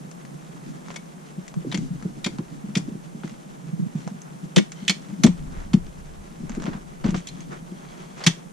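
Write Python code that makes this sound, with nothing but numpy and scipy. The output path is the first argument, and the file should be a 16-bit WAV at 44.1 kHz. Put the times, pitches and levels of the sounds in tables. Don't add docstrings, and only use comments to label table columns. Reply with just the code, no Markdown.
import sys
import numpy as np
from scipy import signal
from scipy.fft import rfft, irfft
from scipy.io import wavfile
from scipy.ndimage import uniform_filter1d, map_coordinates

SR = 44100
rng = np.random.default_rng(int(sys.argv[2]) if len(sys.argv) > 2 else 0)


def store_wav(level_fs):
    pcm = np.round(np.clip(np.atleast_2d(level_fs), -1, 1) * 32767)
    wavfile.write(sys.argv[1], SR, pcm.T.astype(np.int16))


N = 375732
TIME = np.arange(N) / SR
RING = TIME[:int(SR * .25)]
OPPOSITE = np.array([[1], [-1]])

# hz, gain_db
DIFFUSE_WIDTH = [(60, -6), (200, -2.5), (380, -1), (700, 8), (1300, 5), (2400, -1), (4400, -6), (8000, 0.5),
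                 (15000, 0.5)]
# hz, gain_db
SLIDE_COLOUR = [(900, -6), (2200, 7), (3300, 7), (4800, 2), (6400, 5), (8000, 0), (15000, -54)]
# start_s, length_s, soft_brushing_db, bright_sliding_db
STROKES = [(0.829, 0.16, -52.5, -56.5), (3.224, 0.13, -64, -53.5), (3.916, 0.23, -76, -57.5),
           (4.202, 0.15, -53.5, -72), (4.904, 0.32, -60.5, -61), (5.459, 0.23, -48, -59.5),
           (6.44, 0.19, -50.5, -59), (6.596, 0.21, -45.5, -64), (7.035, 0.08, -48, -46.5),
           (7.146, 0.064, -52, -45), (7.499, 0.088, -43.5, -58), (7.683, 0.48, -52.5, -65),
           (8.123, 0.15, -49, -52.5)]
# time_s, level_db of the housing's murmur before its trim
GRIP = [(0.0, -49.5), (0.88, -45.5), (1.44, -56), (1.73, -36.5), (2.52, -47.5), (2.8, -36.5), (3.06, -47.5),
        (4.03, -44), (4.86, -52), (5.2, -36), (6.29, -63.5), (6.45, -36.5), (6.67, -31.5), (6.87, -48.5),
        (7.31, -44), (7.66, -47), (8.52, -66)]


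def undb(db):
    return 10 ** (np.asarray(db) / 20)


def unit(x):
    return x / np.sqrt(np.mean(x ** 2))


def curve(rows):
    times, values = np.transpose(rows)
    return np.interp(TIME, times, values)


def colour(x, points):
    size = 8192
    hz, db = np.transpose(points)
    bin_hz = np.arange(size // 2 + 1) * SR / size
    gain_db = np.interp(np.log(bin_hz + 1), np.log(hz), db)
    cepstrum = irfft(np.log(undb(gain_db)))
    cepstrum[1:size // 2] *= 2
    cepstrum[size // 2 + 1:] = 0
    impulse = irfft(np.exp(rfft(cepstrum)))
    return signal.fftconvolve(x, impulse)[:len(x)]


def band(x, lo_hz, hi_hz):
    return signal.sosfilt(signal.butter(2, [lo_hz, hi_hz], "band", fs=SR, output="sos"), x)


def stereo(mid, side, width):
    side = colour(side, width)
    return np.array([mid + side, mid - side])


def panned(x, rows):
    return x * undb(OPPOSITE * curve(rows) / 2)


def walk(rate_hz):
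    hold = int(SR / rate_hz)
    steps = rng.standard_normal(4096)[np.arange(N) // hold]
    return unit(uniform_filter1d(uniform_filter1d(steps, hold), hold))


def add(track, s, sound):
    i = max(int(s * SR), 0)
    track[..., i:i + sound.shape[-1]] += sound[..., :N - i]


def fade(t60):
    return np.exp(-np.log(1000) * RING / t60)


def grains(points, spread_db):
    slip = 32
    size = undb(spread_db * np.minimum(rng.exponential(size=N // slip + 1), 6))
    return unit(colour(rng.standard_normal(N) * size[np.arange(N) // slip], points))


def strike(mid, side, db, body_db, edge_db):
    # hz, gain_db
    direct_width = [(200, -26), (700, -1), (1200, -2.5), (2200, -4), (4000, -18), (7000, 0), (12000, 2)]
    tilt = [(900, body_db), (2000, 0.0059), (4200, 0.0045),
            (6500, edge_db), (9000, edge_db), (15000, edge_db - 30)]
    mid, side = colour(mid, tilt), colour(side, tilt)
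    first = band(mid, 1800, 5000)[:SR // 200]
    return undb(db) * stereo(mid, side, direct_width) / np.sqrt(np.mean(first ** 2))


def ladder():
    # pitch_hz, level_db, t60_s
    tube_modes = [(1866, -25, .07), (2223, -0.5, .11), (2407, 0.5, 0.063), (2655, -7, 0.057),
                  (3010, -3, 0.046), (3230, 7, 0.039), (3510, 3, 0.041), (4350, 4, 0.043),
                  (4580, -4.5, 0.11), (5130, -15, 0.093), (5880, -2.5, 0.043), (6235, -1.5, 0.048),
                  (7000, -4, 0.083)]
    # hz, gain_db
    crack_colour = [(250, -6.5), (500, 3), (900, 6), (1500, 5), (2200, 2), (3500, 5), (5000, 0.5),
                    (7000, -4), (9000, -13.5), (11000, -6.5), (15000, -57)]
    # time_s, level_db, dull_body_db, bright_edge_db (all before the trims),
    # latch_ring_hz, latch_ring_db, tube_ring_hz, tube_ring_db (ring peaks relative to level_db)
    clacks = [(0.96, -38, 3, 4, 3450, 1, 2217, -1), (1.7157, -40, -6, -7, 3850, 8, 3300, -13),
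              (1.724, -34.5, 1, -3.5, 3530, -1, 2300, -5), (1.745, -30, -0.5, -0.5, 2720, -3, 2130, -3.5),
              (2.2442, -27, -11, -1.5, 3740, 7.5, 2375, -6), (2.262, -30.5, 4.5, -0.5, 2420, -7, 2200, -5),
              (2.753, -24.5, -11, -2.5, 2570, -3, 3590, -18), (2.771, -31, 1.5, 3.5, 4860, 0, 2190, -15),
              (4.5622, -19, -2, -1.5, 3610, 1, 3210, -13), (4.577, -24, -15, -1, 2970, -5, 4180, -12),
              (4.583, -24, 1, -4, 1890, 2.5, 2250, -15), (4.8804, -16.5, -35, -4, 3400, 4.5, 3095, -6),
              (4.896, -18.5, -7, -1, 4260, 4, 2285, -7), (4.907, -31.5, -10, -2, 4470, 7, 4220, -4),
              (5.236, -19, 0.5, 2, 4030, -1, 2120, -9), (5.265, -30, 5, -5, 7770, 1, 3235, -7),
              (5.7333, -31.5, 5.5, 0, 3090, -3, 2180, -14), (7.271, -38.5, -27, 5, 3480, 4, 2286, -17),
              (7.287, -42, -31, 1, 4150, 9, 3480, -16), (8.239, -33.5, 3, 2, 4690, 5, 5470, -1),
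              (8.265, -15, 0, 1, 2230, 0, 6200, -5), (8.272, -19, -8, -1.5, 3450, 4.5, 3110, -6)]
    level_trim_db, body_trim_db, edge_trim_db = -2, 2, 4
    crack_t60, wall_t60, latch_t60, tube_t60, touch_t60 = .05, .041, .042, .1, .0058
    chatter_db, wall_db, ring_db, ring_side_db, touch_db = 5, -1, -9, -10, -12
    waver_hz = 60
    bounce_s, bounce_db = .003, -4

    hz, mode_db, mode_t60 = np.transpose(tube_modes)[:, :, None]
    tubes = undb(mode_db) * fade(mode_t60) * np.exp(2j * np.pi * hz * RING)
    wall_hz = np.exp(rng.uniform(np.log(1750), np.log(10000), size=(70, 1)))
    walls = np.exp(2j * np.pi * wall_hz * RING) * fade(wall_t60)

    def mix(modes):
        weights = rng.standard_normal(len(modes)) + 1j * rng.standard_normal(len(modes))
        return np.einsum("m,mt->t", weights, modes).real / np.sqrt(len(modes))

    def blow():
        steps = np.clip(rng.standard_normal(len(RING)), -2, 2)
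        chatter = undb(chatter_db * steps)[np.arange(len(RING)) // 64]
        crack = rng.standard_normal(len(RING)) * chatter * fade(crack_t60)
        cracking = colour(crack / 2 + undb(wall_db) * mix(walls) / 2, crack_colour)
        return cracking + undb(ring_db) * mix(tubes)

    def ping(ring_hz, db, ring_t60):
        waver = np.cumsum(rng.standard_normal(len(RING))) * np.sqrt(2 * np.pi * waver_hz / SR)
        phase = 2 * np.pi * (ring_hz * RING + rng.random()) + waver
        both = np.sin(phase) + undb(ring_side_db) * OPPOSITE * np.cos(phase)
        return undb(db) * fade(ring_t60) * both

    out = np.zeros((2, N))
    for s, db, body, edge, latch_hz, latch_db, tube_hz, tube_db in clacks:
        clack, bounce, settle = (
            strike(blow(), blow(), db + level_trim_db, body + body_trim_db, edge + edge_trim_db)
            for _ in range(3))
        add(out, s - .002, undb(touch_db) * clack * fade(touch_t60))
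        latch_ring = ping(latch_hz, db + latch_db, latch_t60)
        tube_ring = ping(tube_hz, db + tube_db, tube_t60)
        add(out, s, clack + latch_ring + tube_ring)
        flight = bounce_s * (.5 + rng.random())
        add(out, s + flight, undb(bounce_db) * bounce)
        add(out, s + 2 * flight, undb(2 * bounce_db) * settle)
    return out


def sliding():
    # start_s, length_s, level_db
    slides = [(4.742, 0.16, -55), (7.142, 0.49, -59), (7.676, 0.57, -58)]
    # centre_hz, width_hz, gain_db
    hollows = [(2200, 200, -3.5), (3290, 340, -2.5), (4440, 650, -5), (6200, 250, -5.5)]
    grain_db, judder_db, hiss_db = 3, 4, -3
    drift = .03

    force = np.zeros(N)
    for s, length, db in slides:
        add(force, s, undb(db) * np.sin(np.linspace(0, np.pi, int(length * SR))))
    warp = np.cumsum(1 + drift * walk(4))

    def sing():
        friction = grains(SLIDE_COLOUR, grain_db)
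        hollow = sum(undb(db) * band(friction, hz - width / 2, hz + width / 2) for hz, width, db in hollows)
        drifting = unit(map_coordinates(hollow, [warp], mode="mirror"))
        return unit(drifting + undb(hiss_db) * friction)

    return force * undb(judder_db * walk(25)) * stereo(sing(), sing(), DIFFUSE_WIDTH)


def snaps():
    slots_per_s, above_db, spread_db = 32, 3.5, 2.5
    body_db, edge_db = 3, -3
    chance = rng.random((len(STROKES), 24, 2))
    rows = []
    for (s, length, soft_db, bright_db), draws in zip(STROKES, chance):
        for k, (when, force) in enumerate(draws):
            after = (k + when) / slots_per_s
            if after < length:
                arch_db = 20 * np.log10(np.sin(np.pi * after / length) + 1e-3)
                db = bright_db + arch_db + above_db + spread_db * (2 * force - 1)
                rows.append((s + after, db, body_db, edge_db))
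    return rows


def ticks():
    # time_s, level_db, dull_body_db, bright_edge_db (all before the trims)
    tick_rows = [(0.1135, -52, -3, 5), (0.2512, -51, 5, 1), (0.884, -48.5, 12, 0), (0.9039, -44.5, 10, -13),
                 (1.4798, -48, -24, 1.5), (1.5412, -50, 12.5, -1), (1.775, -41, -3, 4),
                 (2.025, -50.5, 12, 1), (2.3851, -46.5, 12, -7), (3.235, -46.5, 12.5, -21),
                 (4.0765, -46, 15, 2), (4.218, -52, -4, 14), (4.7195, -43, -4, 2.5), (6.495, -46, 8.5, 2.5),
                 (6.519, -48, 3.5, -5), (6.55, -47.5, 11, 3), (6.6, -49, 13, -3), (6.621, -47, 10, 1),
                 (6.634, -50, 14, -4), (6.64, -45, 10, 0), (6.656, -43, 12, -6), (7.106, -44, 5, 4),
                 (7.406, -49.5, -24, 6)]
    # hz, gain_db
    tick_colour = [(200, 4), (450, 11.5), (900, 12), (2000, 16), (4700, 9), (6500, 13), (10000, -7),
                   (15000, -52)]
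    level_trim_db, body_trim_db, edge_trim_db = 1, 1, 1
    snap_t60, tail_t60, tail_db = .0038, .053, -7
    envelope = fade(snap_t60) + undb(tail_db) * fade(tail_t60)
    out = np.zeros((2, N))
    for s, db, body, edge in list(tick_rows) + snaps():
        mid, side = (colour(rng.standard_normal(len(RING)) * envelope, tick_colour) for _ in range(2))
        add(out, s, strike(mid, side, db + level_trim_db, body + body_trim_db, edge + edge_trim_db))
    return out


def bumps():
    slots_per_s, above_db, top_db, spread_db = 7, 11, -28, 6.5
    centre_hz, rise_s, knock_db, side_db = 187.7, .0089, -30, -13
    chance = rng.random((200, 3))
    grip_db = curve(GRIP)
    rows = []
    for k, (when, force, pitch) in enumerate(chance):
        s = (k + when) / slots_per_s
        if s < TIME[-1]:
            db = min(grip_db[int(s * SR)] + above_db, top_db) + spread_db * (2 * force - 1)
            hz = centre_hz * (1 + .25 * (pitch - .5))
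            rows.append((s, db, hz, rise_s, knock_db, side_db))
    return rows


def thumps():
    # time_s, push_peak_db (before the high-pass), pitch_hz, rise_s (3 ms at least),
    # boxy_knock_db (relative to the peak), side_minus_mid_db
    thump_rows = [(1.372, -25.5, 180.6, .011, -17, -5), (1.558, -22.5, 167.5, 0.013, -19, 5),
                  (1.646, -29.5, 420, 0.0033, -8, -8), (1.666, -22, 254, 0.0023, -15.5, -12),
                  (1.732, -19.5, 188.6, 0.015, -6, -28), (1.777, -18, 193, 0.0088, -22, -29),
                  (1.899, -21.5, 170.5, 0.012, -36, -4), (2.046, -16.5, 183, 0.0095, -13, -31),
                  (2.258, -17.5, 196, 0.006, -10, -30), (2.387, -15.5, 191, 0.0043, -17.5, -30),
                  (2.634, -24, 204, 0.01, -19, -15), (2.678, -27.5, 207, 0.015, -13, -15),
                  (2.761, -10, 182.6, 0.0075, -16.5, -40), (2.878, -22, 220, 0.0063, -10.5, -27),
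                  (2.945, -24.5, 194, 0.0065, -13, -18), (3.143, -26.5, 197, 0.0067, -17, -17),
                  (3.237, -21.5, 193, 0.0075, -11.5, -25), (3.723, -21, 170.5, 0.011, -29, 0),
                  (3.788, -21, 185, 0.0085, -22, 4), (3.814, -23.5, 170, 0.013, -23, 4),
                  (3.859, -24.5, 190, 0.006, -35, 5), (3.947, -15.5, 181.5, 0.0073, -30, -32),
                  (4.061, -25.5, 179, 0.0081, -23, 2), (4.109, -23.5, 188, 0.0085, -35, -24),
                  (4.563, -11, 177.7, 0.012, -10.5, 6.5), (4.567, -17, 549, 0.0024, -12, 5),
                  (4.585, -18, 201.4, 0.013, -40, 5), (4.817, -25, 201, 0.01, -21, -15),
                  (4.886, -18.5, 190.7, 0.013, -12, -33), (5.116, -25.5, 198.7, 0.015, -16, -7),
                  (5.19, -28, 196.6, 0.011, -26, -11.5), (5.238, 0, 200.4, 0.007, -12.5, -33),
                  (5.252, -3.5, 220, 0.0067, -30, -12), (5.282, -15.5, 179, 0.014, -28, -8),
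                  (5.737, -1.3, 193, 0.0068, -26, -35), (6.429, -28, 217, 0.0064, -12, -20),
                  (6.568, -19.5, 217, 0.0062, -10.5, -26), (6.641, -22, 201, 0.0084, -13, -22),
                  (6.676, -16.5, 193, 0.0043, -16, -28), (7.041, -11, 177, .007, -17, -32),
                  (7.051, -11, 207, 0.0061, -15, -34), (7.082, -11.5, 199, 0.0074, -21, -31),
                  (7.117, -20, 175.7, 0.009, -19, -27), (7.14, -14, 181, 0.0046, -15.5, -32),
                  (7.16, -22, 174, 0.013, -25, -25), (7.708, -27.5, 187.2, 0.012, -13, -13),
                  (8.26, -7.5, 168, 0.012, -17, -39)]
    # hz, gain_db
    knock_colour = [(150, -41), (270, 12), (340, 12.5), (420, 2), (520, -4.5), (700, -14.5), (1200, -49)]
    knock_t60, knock_side_db = .11, -9
    after_hz, after_db, after_t60 = 176, -25, .29
    rebound_s, rebound_db = .0279, -14.5

    def swelling(u):
        return (u * np.exp(1 - u)) ** 3

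    out = np.zeros((2, N))
    for s, db, hz, rise, hard_db, side_db in list(thump_rows) + bumps():
        rise = max(rise, .003)
        u = RING / rise
        late = np.maximum(RING - rebound_s, 0) / rise
        swell = swelling(u) + undb(rebound_db) * swelling(late)
        phase = 2 * np.pi * hz * RING
        push = swell * (np.sin(phase) + undb(side_db) * OPPOSITE * np.cos(phase))
        after = undb(after_db) * fade(after_t60) * np.sin(2 * np.pi * (after_hz * RING + rng.random()))
        mid, side = (2 * unit(colour(rng.standard_normal(len(RING)), knock_colour)) * fade(knock_t60)
                     for _ in range(2))
        knock_side = (undb(knock_side_db) + undb(side_db)) * OPPOSITE * side
        knock = undb(hard_db) * (mid + knock_side)
        onset = 1 - np.exp(-u ** 2)
        add(out, s, undb(db) * (push + onset * (after + knock)))
    return signal.sosfilt(signal.butter(8, 112, "high", fs=SR, output="sos"), out)


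def scuffs():
    # start_s, level_db, t60_s
    scuff_rows = [(6.663, -33, 0.14), (6.73, -43, 0.18), (7.04, -34, 0.33), (7.084, -46, .1),
                  (7.143, -26.5, .06), (8.205, -38, 0.28)]
    # hz, gain_db
    scuff_colour = [(200, -13), (500, 6.5), (1500, 1.5), (3300, -6.5), (4200, -9.5), (6500, -15),
                    (15000, -51)]
    rise_s, grain_db, side_db = .00094, 2, -4
    force = np.zeros(N)
    for s, db, t60 in scuff_rows:
        add(force, s, undb(db) * fade(t60) * (1 - np.exp(-RING / rise_s)))
    mid = grains(scuff_colour, grain_db)
    side = undb(side_db) * grains(scuff_colour, grain_db)
    return force * stereo(mid, side, DIFFUSE_WIDTH)


def rustle():
    # hz, gain_db
    brush_colour = [(200, -25.5), (350, 14), (500, 1.5), (750, 0.5), (1300, 1), (2000, -3), (3500, -17.5),
                    (8000, -59)]
    brush_db, slide_db, grain_db, flutter_db = -57, -61, 2.5, 2

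    def rub(points):
        return stereo(grains(points, grain_db), grains(points, grain_db), DIFFUSE_WIDTH)

    force = np.zeros((2, N))
    for s, length, soft_db, bright_db in STROKES:
        arch = np.sin(np.linspace(0, np.pi, int(length * SR)))
        add(force, s, np.outer(undb([soft_db, bright_db]), arch))
    strokes = force[0] * rub(brush_colour) + force[1] * rub(SLIDE_COLOUR)
    steady = undb(brush_db) * rub(brush_colour) + undb(slide_db) * rub(SLIDE_COLOUR)
    return undb(flutter_db * walk(50)) * (strokes + steady)


def grip():
    # hz, gain_db
    housing_colour = [(60, -24), (105, -62.5), (135, 0.5), (170, 1.5), (215, -9.5), (270, -5), (320, -14.5),
                      (400, -24), (600, -48.5), (7000, -42), (13000, -75)]
    trim_db, flutter_db = -3, 5.5
    gain = undb(curve(GRIP) + trim_db + flutter_db * walk(30))
    mid, side = (unit(colour(rng.standard_normal(N), housing_colour)) for _ in range(2))
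    return gain * stereo(mid, side, DIFFUSE_WIDTH)


def wind():
    # full_strength_s, level_db (before the trim), hold_s, fall_db_per_s
    gusts = [(1.748, -47, .05, 16), (2.754, -58, 0.1, 12), (5.273, -34, 0.54, 23), (6.443, -35, .03, 31),
             (7.06, -26.5, 0.012, 128)]
    # time_s, level_db (before the trim)
    breeze = [(0, -86), (1.5, -65), (4.5, -74), (7.5, -52), (8.5, -63)]
    # hz, gain_db
    wind_colour = [(12, -4.5), (25, 7), (45, -0.5), (70, -1), (110, -11.5), (200, -12.5), (500, -76)]
    rise_s, trim_db, flutter_db = .053, -2, 2.5
    force = undb(curve(breeze))
    for s, db, hold, fall in gusts:
        rise = np.clip(1 + (TIME - s) / rise_s, 0, 1)
        falling_db = db - fall * np.maximum(TIME - s - hold, 0)
        force = np.maximum(force, rise * undb(falling_db))
    gain = force * undb(trim_db + flutter_db * walk(28))
    mid, side = (unit(colour(rng.standard_normal(N), wind_colour)) for _ in range(2))
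    return gain * stereo(mid, side, DIFFUSE_WIDTH)


def surroundings(x):
    t = TIME[:SR]
    onset = 1 - np.exp(-(t / .00074) ** 2)
    out = []
    for channel in x:
        echo = 0
        for db, t60 in ((-13, .23), (-27, .082)):
            tail = rng.standard_normal(SR) * np.exp(-np.log(1000) * t / t60) * onset
            echo = echo + undb(db) * tail / np.linalg.norm(tail)
        out.append(signal.fftconvolve(channel, echo)[:N])
    return np.array(out)


def forest():
    # hz, gain_db
    forest_colour = [(60, -19.5), (100, -49), (140, 1.5), (175, 4), (260, -9), (500, -15.5), (800, -20),
                     (1500, -28), (3000, -33.5), (4800, -35), (6300, -31.5), (8500, -33), (10500, -35),
                     (15000, -49.5)]
    level_db = -53.5
    mid, side = (colour(rng.standard_normal(N), forest_colour) for _ in range(2))
    sway_db = .3 * walk(1.5)
    gain = undb(level_db + sway_db) / np.std(band(mid, 400, 15000))
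    return gain * stereo(mid, side, DIFFUSE_WIDTH)


def scene():
    # time_s, left_minus_right_db
    ladder_pan = [(3.2, 4.5), (4.5, -1)]
    # time_s, left_minus_right_db
    hand_pan = [(3.3, 0), (3.8, -4.5), (4.2, -0.5), (4.5, 3.5)]
    hits = panned(ladder() + ticks(), ladder_pan)
    handling = panned(thumps() + grip(), hand_pan)
    friction = sliding() + scuffs() + rustle()
    return hits + surroundings(hits) + friction + handling + wind() + forest()


def record(dry):
    top_hz = 15100
    low_pass = signal.ellip(12, .2, 90, top_hz, fs=SR, output="sos")
    return signal.sosfilt(low_pass, np.clip(dry, -1, 1))


dry = scene()
out = record(dry)
store_wav(out)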